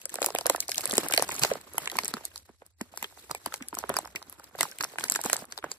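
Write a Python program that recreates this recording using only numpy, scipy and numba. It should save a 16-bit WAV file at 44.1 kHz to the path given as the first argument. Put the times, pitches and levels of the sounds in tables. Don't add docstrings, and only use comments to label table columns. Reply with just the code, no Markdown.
import sys
import numpy as np
from scipy import signal
from scipy.fft import rfft, irfft, next_fast_len
from scipy.io import wavfile
from scipy.ndimage import uniform_filter1d, minimum_filter1d
from numba import njit

SR = 44100
rng = np.random.default_rng(int(sys.argv[2]) if len(sys.argv) > 2 else 0)


def dump(signal):
    limited = np.clip(np.atleast_2d(signal).T, -1, 1)
    pcm = np.round(limited * 32767).astype(np.int16)
    wavfile.write(sys.argv[1], SR, pcm)


def linear_from_db(decibels):
    return 10 ** (np.asarray(decibels, float) / 20)


N = 254878

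# [t/s, level/dB]
HANDLING = [
    (0.0, -75),
    (0.29, -66),
    (3.65, -68.5),
    (3.75, -60.5),
    (4.94, -77),
    (5.22, -65),
    (5.78, -75),
]
# [f/Hz, spread/rad]
PORT_SPREAD = [(200, 0.73), (1000, 0.65), (2000, 2.92), (3000, 0.89), (4600, 4.13), (6400, 1.46),
               (9500, 0.86), (15000, 0.087)]
# [f/Hz, level/dB]
PORT_GAIN = [(100, 0), (300, 1.5), (700, 6), (2400, 0), (8000, 0.5)]
# [f/Hz, level/dB]
MIC = [(25, -24), (48, -11), (200, -13.5), (600, -7.5), (1500, 0.5), (3000, 4), (5000, 0.5), (9000, 6),
       (13000, 8), (15600, 1.5), (16600, -17.5), (17200, -68.5)]
# (lowest f/Hz, highest f/Hz, cycles to fade 60 dB, cycles to swell, level/dB)
CRACK = (4024.5, 16881.5, 18.5, 1.56, -3.5)
PANEL = (1718.5, 4002, 23, 0.94, -10.5)
POCKET = (276.5, 1798.5, 9.5, 0.22, -1.5)
THUD = (140, 490, 3.95, 0.9, 10.9)
KNOCK = (54.5, 139, 0.5, 2, -18)
# [t/s, crack peak level/dB, crack centre f/Hz, panel level rel crack/dB]
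CREASE_SNAPS = [(0.015, -35, 8050, -5.5), (0.0538, -32, 9150, 0.5), (0.0934, -31, 8800, -2),
                (0.141, -23.5, 11300, -35), (0.155, -18.5, 9300, -9.5), (0.205, -36, 7300, -16.5),
                (0.2178, -17, 7100, -8.5), (0.227, -19, 4220, -33), (0.243, -23, 8200, -2),
                (0.2608, -10.5, 11690, -12), (0.303, -30, 5440, -2), (0.3488, -18.5, 9800, -5),
                (0.385, -15, 7600, -6), (0.409, -24.5, 4100, -12.5), (0.4573, -20, 4350, -10.5),
                (0.465, -12.5, 11800, -14), (0.497, -8, 7950, -7), (0.5599, -23.5, 7900, -5.5),
                (0.603, -15, 7650, -32), (0.681, -23.5, 7600, -19), (0.6927, -19.5, 7200, -11.5),
                (0.7163, -17, 5400, -4), (0.744, -24, 11300, -28), (0.7797, -13, 6840, -8.5),
                (0.8073, -20, 10700, -7.5), (0.815, -26.5, 8400, -12), (0.855, -16, 9230, -13),
                (0.8748, -25, 11000, -6), (0.8962, -26.5, 8400, -11), (0.9092, -18, 3750, -15),
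                (0.9203, -17.5, 10500, -17), (0.936, -20.5, 8550, 0), (0.954, -22, 8000, -22.5),
              (0.969, -19.5, 11450, -8.5), (0.9794, -6, 8130, -44.5), (1.0326, -47, 4450, -17.5),
              (1.0845, -19.5, 11600, -15.5), (1.1088, -23, 7560, -20), (1.1225, -15.5, 11200, 0),
              (1.1363, -11.5, 8800, 0), (1.1465, -16.5, 10000, -9), (1.163, -21.5, 11100, -2),
              (1.1754, -7, 4830, -2), (1.1947, -23, 4680, -10.5), (1.2229, -12, 9000, -15.5),
              (1.2785, -34, 7190, -29.5), (1.289, -25.5, 9200, 2), (1.319, -26.5, 11700, -24),
              (1.394, -22, 8400, -30), (1.434, -5.5, 4820, -9), (1.4484, -13, 4840, -5),
              (1.5353, -25.5, 4720, -8), (1.612, -39, 8600, -20), (1.7804, -17, 12100, -1.5),
              (1.8565, -25, 6500, 1), (1.8739, -23.5, 8000, 8.5), (1.915, -25, 8460, -8),
              (1.968, -25.5, 11000, -3), (1.9866, -14, 5000, -3.5), (2.034, -26, 4630, -3),
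                (2.055, -23.5, 8000, -7), (2.0793, -17, 10300, -28), (2.138, -20, 4570, -41),
               (2.252, -22, 9250, -39), (2.358, -28.5, 4800, -32), (2.377, -29.5, 5800, -34),
               (2.6632, -43, 10900, -28.5), (2.812, -28.5, 8240, -7), (2.9735, -24, 9150, -16),
               (3.026, -24, 10900, -24), (3.042, -33.5, 4740, 11.5), (3.3113, -22, 9200, -25),
               (3.348, -29, 8800, 0), (3.4597, -19, 11170, -13), (3.5229, -38, 7640, 7),
               (3.5396, -20.5, 7060, -2.5), (3.623, -33, 8820, 4.5), (3.6844, -26, 11300, -14.5),
               (3.75, -23.5, 8920, -11.5), (3.7868, -19.5, 6900, -18), (3.893, -21, 11600, -19),
               (3.94, -27.5, 7300, -4), (3.9661, -15, 8400, -10), (3.9868, -21.5, 9800, -13),
               (4.1579, -24.5, 8400, -11), (4.2255, -31.5, 4430, -10), (4.2967, -34.5, 11900, -24),
               (4.3252, -35.5, 11200, -14), (4.3965, -37.5, 7950, -17), (4.4407, -36, 7940, -12),
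                (4.6079, -10.5, 9360, 0), (4.6293, -10.5, 9600, -26), (4.7852, -28.5, 11000, -3),
              (4.809, -19, 4970, -24), (4.8364, -24, 5230, -14), (4.8414, -17.5, 6900, -13),
              (4.984, -24, 10400, -9), (4.996, -25.5, 9300, -7), (5.009, -34, 5800, 2),
              (5.0392, -16, 8100, -14), (5.098, -22, 7650, -7), (5.111, -24, 11100, -17),
              (5.12, -14.5, 7730, -22), (5.1492, -25.5, 7770, 2), (5.161, -18.5, 4160, -17),
              (5.2135, -22, 11200, -28), (5.2373, -23.5, 7650, -13), (5.259, -19.5, 7460, -17),
              (5.298, -23, 8900, -13), (5.3297, -6, 10400, -44), (5.3652, -21, 8300, -12),
              (5.5221, -24, 5080, -8.5), (5.5763, -24, 4300, -18), (5.642, -37.5, 6800, -6),
              (5.7152, -23, 8000, -26)]
ALL_SNAPS = CREASE_SNAPS
# [t/s, air pocket peak level/dB, pocket f/Hz]
WALL_BUCKLES = [(0.054, -33, 600), (0.14, -29.5, 724), (0.184, -26, 760), (0.216, -15.5, 540),
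                (0.242, -20.5, 746), (0.265, -19.5, 355), (0.285, -22.5, 830), (0.348, -14, 550),
                (0.385, -25.5, 730), (0.41, -26.5, 770), (0.456, -10, 547), (0.47, -27, 496),
                (0.497, -14, 610), (0.546, -18, 775), (0.579, -32, 570), (0.688, -22.5, 600),
                (0.779, -29, 760), (0.839, -28, 430), (0.854, -27, 600), (0.909, -29.5, 550),
                (0.928, -15.5, 373), (0.979, -9, 380), (1.031, -24.5, 505), (1.137, -20, 535),
                (1.194, -16.5, 527), (1.222, -13.5, 694), (1.291, -18.5, 1010), (1.435, -12.5, 887),
                (1.447, -22, 610), (1.513, -11, 520),
                (1.743, -29.5, 436), (1.779, -17, 970), (1.871, -26, 910), (1.961, -26, 270),
                 (1.986, -42, 1670), (2.034, -26, 570), (2.137, -21, 1170), (2.167, -24.5, 1260),
                 (2.358, -39.5, 1270), (2.49, -36, 313), (2.618, -35, 427), (2.809, -33, 1195),
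                 (2.812, -33, 370), (2.937, -36, 774), (3.024, -23.5, 950), (3.123, -42, 930),
                 (3.308, -22.5, 1110), (3.311, -26.5, 1000), (3.347, -48, 850), (3.46, -18.5, 943),
                 (3.521, -33.5, 1440), (3.607, -23.5, 289), (3.727, -26, 960), (3.769, -24, 1130),
                 (3.837, -24.5, 920), (3.898, -11, 614), (3.939, -29.5, 1110), (3.965, -19.5, 1120),
                 (3.986, -19, 850), (4.149, -26, 377),
                (4.029, -33, 350), (4.074, -38, 1000), (4.295, -47, 1300), (4.325, -42.5, 1090),
                (4.396, -39.5, 1290), (4.403, -44.5, 930), (4.435, -44, 1080), (4.51, -46.5, 1190),
                (4.549, -30.5, 636), (4.586, -32, 990), (4.606, -15.5, 1054), (4.63, -18.5, 1243),
                (4.652, -29.5, 1010), (4.807, -17.5, 1850), (4.835, -28, 1440), (4.847, -26, 1167),
                (4.984, -24.5, 1840), (5.037, -18.5, 1460), (5.158, -18, 1755), (5.189, -24, 794),
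                (5.25, -24.5, 421), (5.259, -21.5, 829), (5.297, -20, 1730), (5.331, -17.5, 1650),
                (5.357, -26, 928), (5.419, -32, 720), (5.522, -32, 1530), (5.64, -17.5, 544),
                (5.64, -32, 1010), (5.714, -32, 990)]
ALL_BUCKLES = WALL_BUCKLES
# [t/s, peak level/dB]
THUDS = [(0.185, -47), (0.497, -42), (0.932, -31), (0.98, -27.5), (1.434, -46.5), (1.511, -46.5),
         (1.958, -42.5), (2.036, -38.5), (2.14, -36.5), (2.497, -51), (2.813, -31), (3.025, -46.5),
         (3.304, -43), (3.47, -41), (3.611, -41.5), (3.732, -43), (3.773, -44), (3.839, -41), (3.896, -35),
         (3.959, -28), (4.151, -46), (4.281, -54.5), (4.608, -40), (5.115, -46), (5.258, -30), (5.423, -46)]
# [t/s, rustle level/dB, air pocket level rel rustle/dB]
GRIP = [(0, -54.5, 1), (.43, -68.5, 19), (.66, -58, 6), (.93, -44, 7.5), (1.5, -43, 4), (1.6, -59.5, 8.5),
        (2.049, -47, 6.5), (2.4, -69, 7), (2.6, -72.5, -12.5), (2.789, -83, 1), (2.832, -67, 10),
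        (3.06, -52.5, -2), (3.68, -68.5, 11.5), (4, -61, 6.5), (4.501, -64.5, 9.5), (5.301, -42.5, 2),
        (5.46, -66, 17), (5.78, -78, 17)]
# [t/s, peak level/dB, centre f/Hz]
SMALL_POPS = [(0.1593, -29, 506), (0.1679, -36, 746), (0.2313, -19, 520), (0.2773, -30, 406),
              (0.3061, -26.5, 730), (0.476, -34, 510), (0.5003, -13, 557), (0.6049, -39, 720),
              (0.7949, -31.5, 860), (0.8034, -36, 736), (0.9826, -29, 394), (1.0561, -26.5, 545),
              (1.0644, -23.5, 884), (1.1015, -22, 525), (1.1148, -24, 846), (1.1806, -16.5, 730),
              (1.2463, -38, 850), (1.4492, -13, 670), (1.5047, -23, 740), (1.5567, -27.5, 493),
              (1.9222, -27.5, 364), (1.9313, -31, 370), (1.9566, -28, 920), (1.9883, -14.5, 1460),
              (2.2112, -38.5, 870), (2.8118, -28, 998), (2.9764, -33, 970), (3.0446, -28.5, 1350),
              (3.1755, -36.5, 835), (3.2987, -32, 800), (3.3497, -27, 855), (3.5418, -27.5, 900),
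              (3.7449, -34, 1440), (3.7893, -32.5, 930), (3.8312, -34.5, 930), (3.8944, -20.5, 1100),
              (3.9172, -31, 880), (3.9794, -41, 467), (4.0494, -36, 1260), (4.0581, -28, 885),
              (4.2196, -42, 940), (4.2274, -41, 960), (4.7223, -43, 1660), (4.8383, -27.5, 1460),
              (4.9377, -33.5, 540), (4.9598, -31.5, 830), (4.987, -24, 1670), (5.1007, -32, 830),
              (5.1158, -30, 1050), (5.1238, -32, 1580), (5.1512, -32, 1610), (5.2044, -35, 850),
              (5.2429, -28.5, 955), (5.3325, -14.5, 1680), (5.3795, -35, 875), (5.4444, -40, 1380),
              (5.5884, -34, 940), (5.629, -37, 1520)]
SMALL_FLICKS = [(0.2274, -24, 2710), (0.361, -25, 3580), (0.604, -32, 3740), (0.7464, -29, 3380),
                (0.868, -33.5, 1950), (0.9806, -21, 3720), (0.9984, -43, 2670), (1.0738, -40, 2230),
                (1.204, -25.5, 1970), (1.3138, -26, 2220), (1.3834, -31, 2340), (1.5122, -30, 1750),
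                (1.8994, -31.5, 2100), (1.9563, -36, 1840), (1.9878, -19.5, 2320), (2.317, -46, 1760),
                (2.8114, -32.5, 1840), (3.0284, -25.5, 1950), (4.0555, -49, 2050), (4.1607, -26, 2160),
                (4.6318, -23, 1980), (4.722, -37, 1700), (4.8082, -24.5, 2100), (4.8372, -26, 3730),
                (4.9853, -24.5, 1775), (5.0087, -29, 3460), (5.085, -35, 2120), (5.1016, -40, 3660),
                (5.2996, -23.5, 2080), (5.3605, -35, 2340), (5.5877, -38, 3820), (5.6275, -42, 2310)]
SMALL_TICKS = [(0.0557, -16, 9130), (0.1016, -25.5, 7850), (0.2463, -12.5, 7900), (0.2872, -29, 8020),
               (0.6052, -8.5, 7600), (0.7025, -23, 11710), (0.711, -25, 7500), (0.8396, -21, 4730),
               (1.0338, -26, 4630), (1.305, -19, 9100), (1.344, -19.5, 12200), (1.523, -28, 4430),
               (1.736, -31, 11200), (1.7561, -36, 10770), (1.8993, -19, 4340), (2.0469, -16, 8860),
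               (2.253, -27, 8200), (2.359, -27, 4480), (2.961, -36.5, 11200), (2.9751, -41, 8400),
               (3.561, -27, 8760), (3.744, -22, 15000), (3.7727, -37, 6900), (3.9605, -27, 5070),
               (4.0517, -28, 4650), (4.0742, -30.5, 7300), (4.5576, -32, 11500), (4.7144, -25, 5870),
               (4.827, -15, 8100), (5.004, -28, 8560), (5.0751, -35, 11150), (5.0836, -15, 10930),
               (5.0995, -3.5, 8260), (5.1402, -19, 8200), (5.159, -13.5, 8370), (5.1708, -24, 11460),
               (5.2472, -17.5, 11300), (5.273, -25.0, 10760), (5.315, -28, 8450), (5.3207, -40, 11320),
               (5.4335, -39, 12900), (5.4536, -34, 10600), (5.5126, -36, 4570), (5.5875, -26, 4150),
               (5.7405, -38, 8000)]
# [t/s, peak level/dB, centre f/Hz]
STRAY_POPS = [
    (0.188, -28.5, 1280),
    (1.3532, -34, 1192),
    (5.0095, -32.5, 938),
    (5.5786, -34.5, 838),
]
STRAY_FLICKS = [
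    (0.627, -38.5, 2280),
    (3.9013, -29, 4000),
]
STRAY_TICKS = [
    (0.2342, -19, 9090),
    (0.7575, -19, 4450),
    (0.9288, -24, 10820),
    (1.0587, -26.5, 8150),
    (1.3524, -22.5, 8290),
    (1.3639, -18, 7400),
    (1.769, -35.5, 11100),
    (2.0935, -39, 11700),
]


def on_log(hz, table):
    f, v = np.transpose(table)
    return np.interp(np.log(np.maximum(hz, 1)), np.log(f), v)


def handling():
    s, db = np.transpose(HANDLING)
    low_band = signal.butter(3, [62, 95], "bandpass", fs=SR, output="sos")
    mid, side = signal.sosfilt(low_band, rng.standard_normal((2, N)))
    rumble = (mid + .4 * side * np.array([[1], [-1]])) / mid.std()
    return rumble * linear_from_db(np.interp(np.arange(N) / SR, s, db) + 11.0)


def desk(x):
    t = np.arange(int(.15 * SR)) / SR
    tail = rng.standard_normal(len(t)) * np.exp(-np.log(1000) * t / .07) * (t > .001)
    return signal.fftconvolve(x, tail[None] / np.linalg.norm(tail), axes=1)[:, :N] * linear_from_db(-16)


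@njit
def ring(start, hz, fade, rise, size, glide, left, right):
    out = np.zeros((2, N))
    for k in range(len(hz)):
        z, turn, swell = size[k] + 0j, fade[k] * np.exp(2j * np.pi * hz[k] / SR), 1.
        sag = np.exp(-2j * np.pi * hz[k] / SR * glide * (1 - fade[k]))
        for i in range(max(start[k], 0), min(start[k] + int(7 / (1 - fade[k])), N)):
            swell *= rise[k]
            out[0, i] += (1 - swell) * (z * left[k]).imag
            out[1, i] += (1 - swell) * (z * right[k]).imag
            z *= turn
            turn *= sag
    return out


def vibrations(s, hz, db, cycles, rise_cycles, chance, glide=0.069):
    hz = np.clip(hz, 60, .45 * SR).ravel()
    phase, skew, length, path = (chance[..., k].ravel() for k in range(4))
    travel = (1000 / hz) ** np.where(hz > 1000, .85, .42) * np.exp(.25 * path)
    bending_s = .002
    start = (np.ravel(s) + bending_s * travel - rise_cycles / hz) * SR
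    fade = np.exp(-np.log(1000) * hz / (cycles * np.exp(0.55 * length) * SR))
    rise = np.exp(-hz / (rise_cycles * SR))
    left = np.exp(3j * phase)
    right = left * np.exp(1j * on_log(hz, PORT_SPREAD) * skew)
    return ring(start.astype(np.int64), hz, fade, rise, linear_from_db(db).ravel(), glide, left, right)


def part(s, db, shape, count, centre_hz=None, lean_db=5, lead_db=3, clean=False):
    lo, hi, cycles, rise_cycles, gain_db = shape
    slot = (np.arange(count) + rng.random((len(s), count))) / count
    chance = rng.standard_normal((len(s), count, 5))
    hz = lo * (hi / lo) ** slot
    db = db[:, None] + gain_db + 2.7 * chance[..., 4]
    if centre_hz is not None:
        hz[:, 0] = centre_hz
        db[:, 0] += lead_db - 2.3 * chance[:, 0, 4]
        chance[:, 0, 1:4] *= .4
        chance[:, 0, 2] += 0.9
        db = db - lean_db * np.abs(np.log2(hz / centre_hz[:, None]))
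    if clean:
        chance[..., [0, 3]] *= .22
        steepness = np.exp(.3 * chance[:, -1:, 4])
        turn_per_mode = -2.35
        modes_away = count * np.log(hz / centre_hz[:, None]) / np.log(hi / lo)
        chance[..., 0] += steepness * turn_per_mode / 3 * modes_away
    return vibrations(s[:, None] + 0 * hz, hz, db, cycles, rise_cycles, chance)


def stirred(grip_db, events, rel_db, before_s, after_s):
    s, db = np.transpose(events)[:2]
    kicks = np.zeros(N)
    np.add.at(kicks, (s * SR).astype(int), linear_from_db(db + rel_db) ** 2)

    def fade(x, tau):
        return signal.lfilter([1], [1, -np.exp(-1 / (tau * SR))], x)

    settling = fade(kicks, after_s)
    swelling = fade(kicks[::-1], before_s)[::-1]
    return 10 * np.log10(linear_from_db(grip_db) ** 2 + settling + swelling)


def rustle():
    s, grip_db, share_db = np.transpose(GRIP)
    t = np.arange(N) / SR
    crack_db = stirred(np.interp(t, s, grip_db), ALL_SNAPS, rel_db=-28, before_s=.0078, after_s=.02)
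    pocket_db = stirred(np.interp(t, s, grip_db + share_db), ALL_BUCKLES, rel_db=-20, before_s=.0038, after_s=.017)
    hold = SR // 60
    jerks = np.repeat(rng.standard_normal(N // hold + 1), hold)
    jerk_db = 3.35 * uniform_filter1d(jerks, hold // 3)[:N]
    layers = [(CRACK, crack_db - 4.5, 22000, 2.2),
              (PANEL, (crack_db + pocket_db) / 2 - 11.5, 8000, 1.6),
              (POCKET, pocket_db - 2.5, 7000, 2.6),
              (THUD, pocket_db - 3.5, 900, 1.2)]
    out = 0
    for shape, db, count, spread_db in layers:
        when, luck = rng.random((count, 2)).T
        unit = part(when * N / SR, -spread_db * np.log(luck + 0.0029), shape, count=3)
        out = out + unit / unit.std() * linear_from_db(db + jerk_db)
    return out


def small_events(pops, flicks, ticks):
    out = 0
    kinds = [(pops, POCKET, .00326, .13), (flicks, PANEL, .0016, 6), (ticks, CRACK, .0006, -2.4)]
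    for rows, shape, lead_s, gain_db in kinds:
        s, db, hz = np.transpose(rows)
        out = out + part(s - lead_s, db + gain_db, shape, count=8, centre_hz=hz, lean_db=5.5,
                         lead_db=1.0, clean=shape is POCKET)
    return out


def buckles():
    s, db, hz = np.transpose(ALL_BUCKLES)
    s = s + .00019
    pocket = part(s, db, POCKET, count=8, centre_hz=hz, lean_db=6, lead_db=0.0, clean=True)
    faint_thud = part(s - .002, db - 22, THUD, count=3)
    thud_s, thud_db = np.transpose(THUDS)
    deep_thud = part(thud_s + .0007, thud_db + 11.5, THUD, count=3, centre_hz=np.full_like(thud_s, 250),
                     lean_db=8, clean=True)
    knock = part(thud_s + .002, thud_db, KNOCK, count=2)
    return pocket + faint_thud + deep_thud + knock


def snaps():
    s, db, hz, panel_db = np.transpose(ALL_SNAPS)
    s = s + .00065
    crack = part(s, db, CRACK, count=20, centre_hz=hz, lean_db=5.5)
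    panels = part(s, db + panel_db + 1, PANEL, count=7)
    offset, luck = rng.standard_normal((len(s), 7, 2)).T
    slip_s = (s + .0011 * offset + .0007).T.ravel()
    slip_db = (db - 22 + 2.5 * luck).T.ravel()
    return crack + panels + part(slip_s, slip_db, CRACK, count=6)


def scene():
    clear = snaps() + buckles() + small_events(SMALL_POPS, SMALL_FLICKS, SMALL_TICKS)
    stray = small_events(STRAY_POPS, STRAY_FLICKS, STRAY_TICKS)
    return clear + desk(clear) + rustle() + handling() + stray


def drop_drowned(x, click_db=-35, tilt_db=8, pair_db=-4):
    hz, _, z = signal.stft(np.array([x[0] + x[1], x[0] - x[1]]) / 2, SR)
    bands = uniform_filter1d(uniform_filter1d(np.abs(z) ** 2, size=3, axis=2), size=3, axis=1)
    treble = hz > 2800
    loudest = bands[:, treble].max(axis=(0, 1))
    click = -minimum_filter1d(-loudest, size=11)
    octaves = np.log2(hz[:, None] / 8000 + .01)
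    drowned = bands < click * linear_from_db(click_db + tilt_db * octaves) ** 2
    calm = uniform_filter1d(bands, size=15, axis=2)
    drowned |= calm < calm[::-1] * linear_from_db(pair_db + tilt_db / 2 * octaves) ** 2
    faint_db = -100.5 + 14 * np.maximum(octaves, 0)
    drowned |= calm < linear_from_db(faint_db) ** 2
    drowned &= loudest < 2.5 * uniform_filter1d(loudest, size=15)
    mid, side = signal.istft(z * ~(drowned & treble[:, None]), SR)[1][:, :N]
    return np.array([mid + side, mid - side])


def band_limit(x):
    return signal.sosfilt(signal.butter(12, 17030, fs=SR, output="sos"), x)


def record(dry):
    size = next_fast_len(N + 4096)
    hz = np.arange(size // 2 + 1) * SR / size
    lag_s, knee_hz = 0.0003058, 1319
    turn = np.exp(.35j - 2j * np.pi * lag_s * np.maximum(hz - knee_hz, 0))
    right_over_left = linear_from_db(on_log(hz, PORT_GAIN)) * turn
    share = np.sqrt(np.abs(right_over_left))
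    ports = np.array([1 / share, right_over_left / share]) * linear_from_db(on_log(hz, MIC))
    heard = np.tanh(irfft(rfft(dry, size) * ports, size)[:, :N] / .96) * .96
    mix = drop_drowned(heard)
    return band_limit(mix)


dry = scene()
out = record(dry)
dump(out)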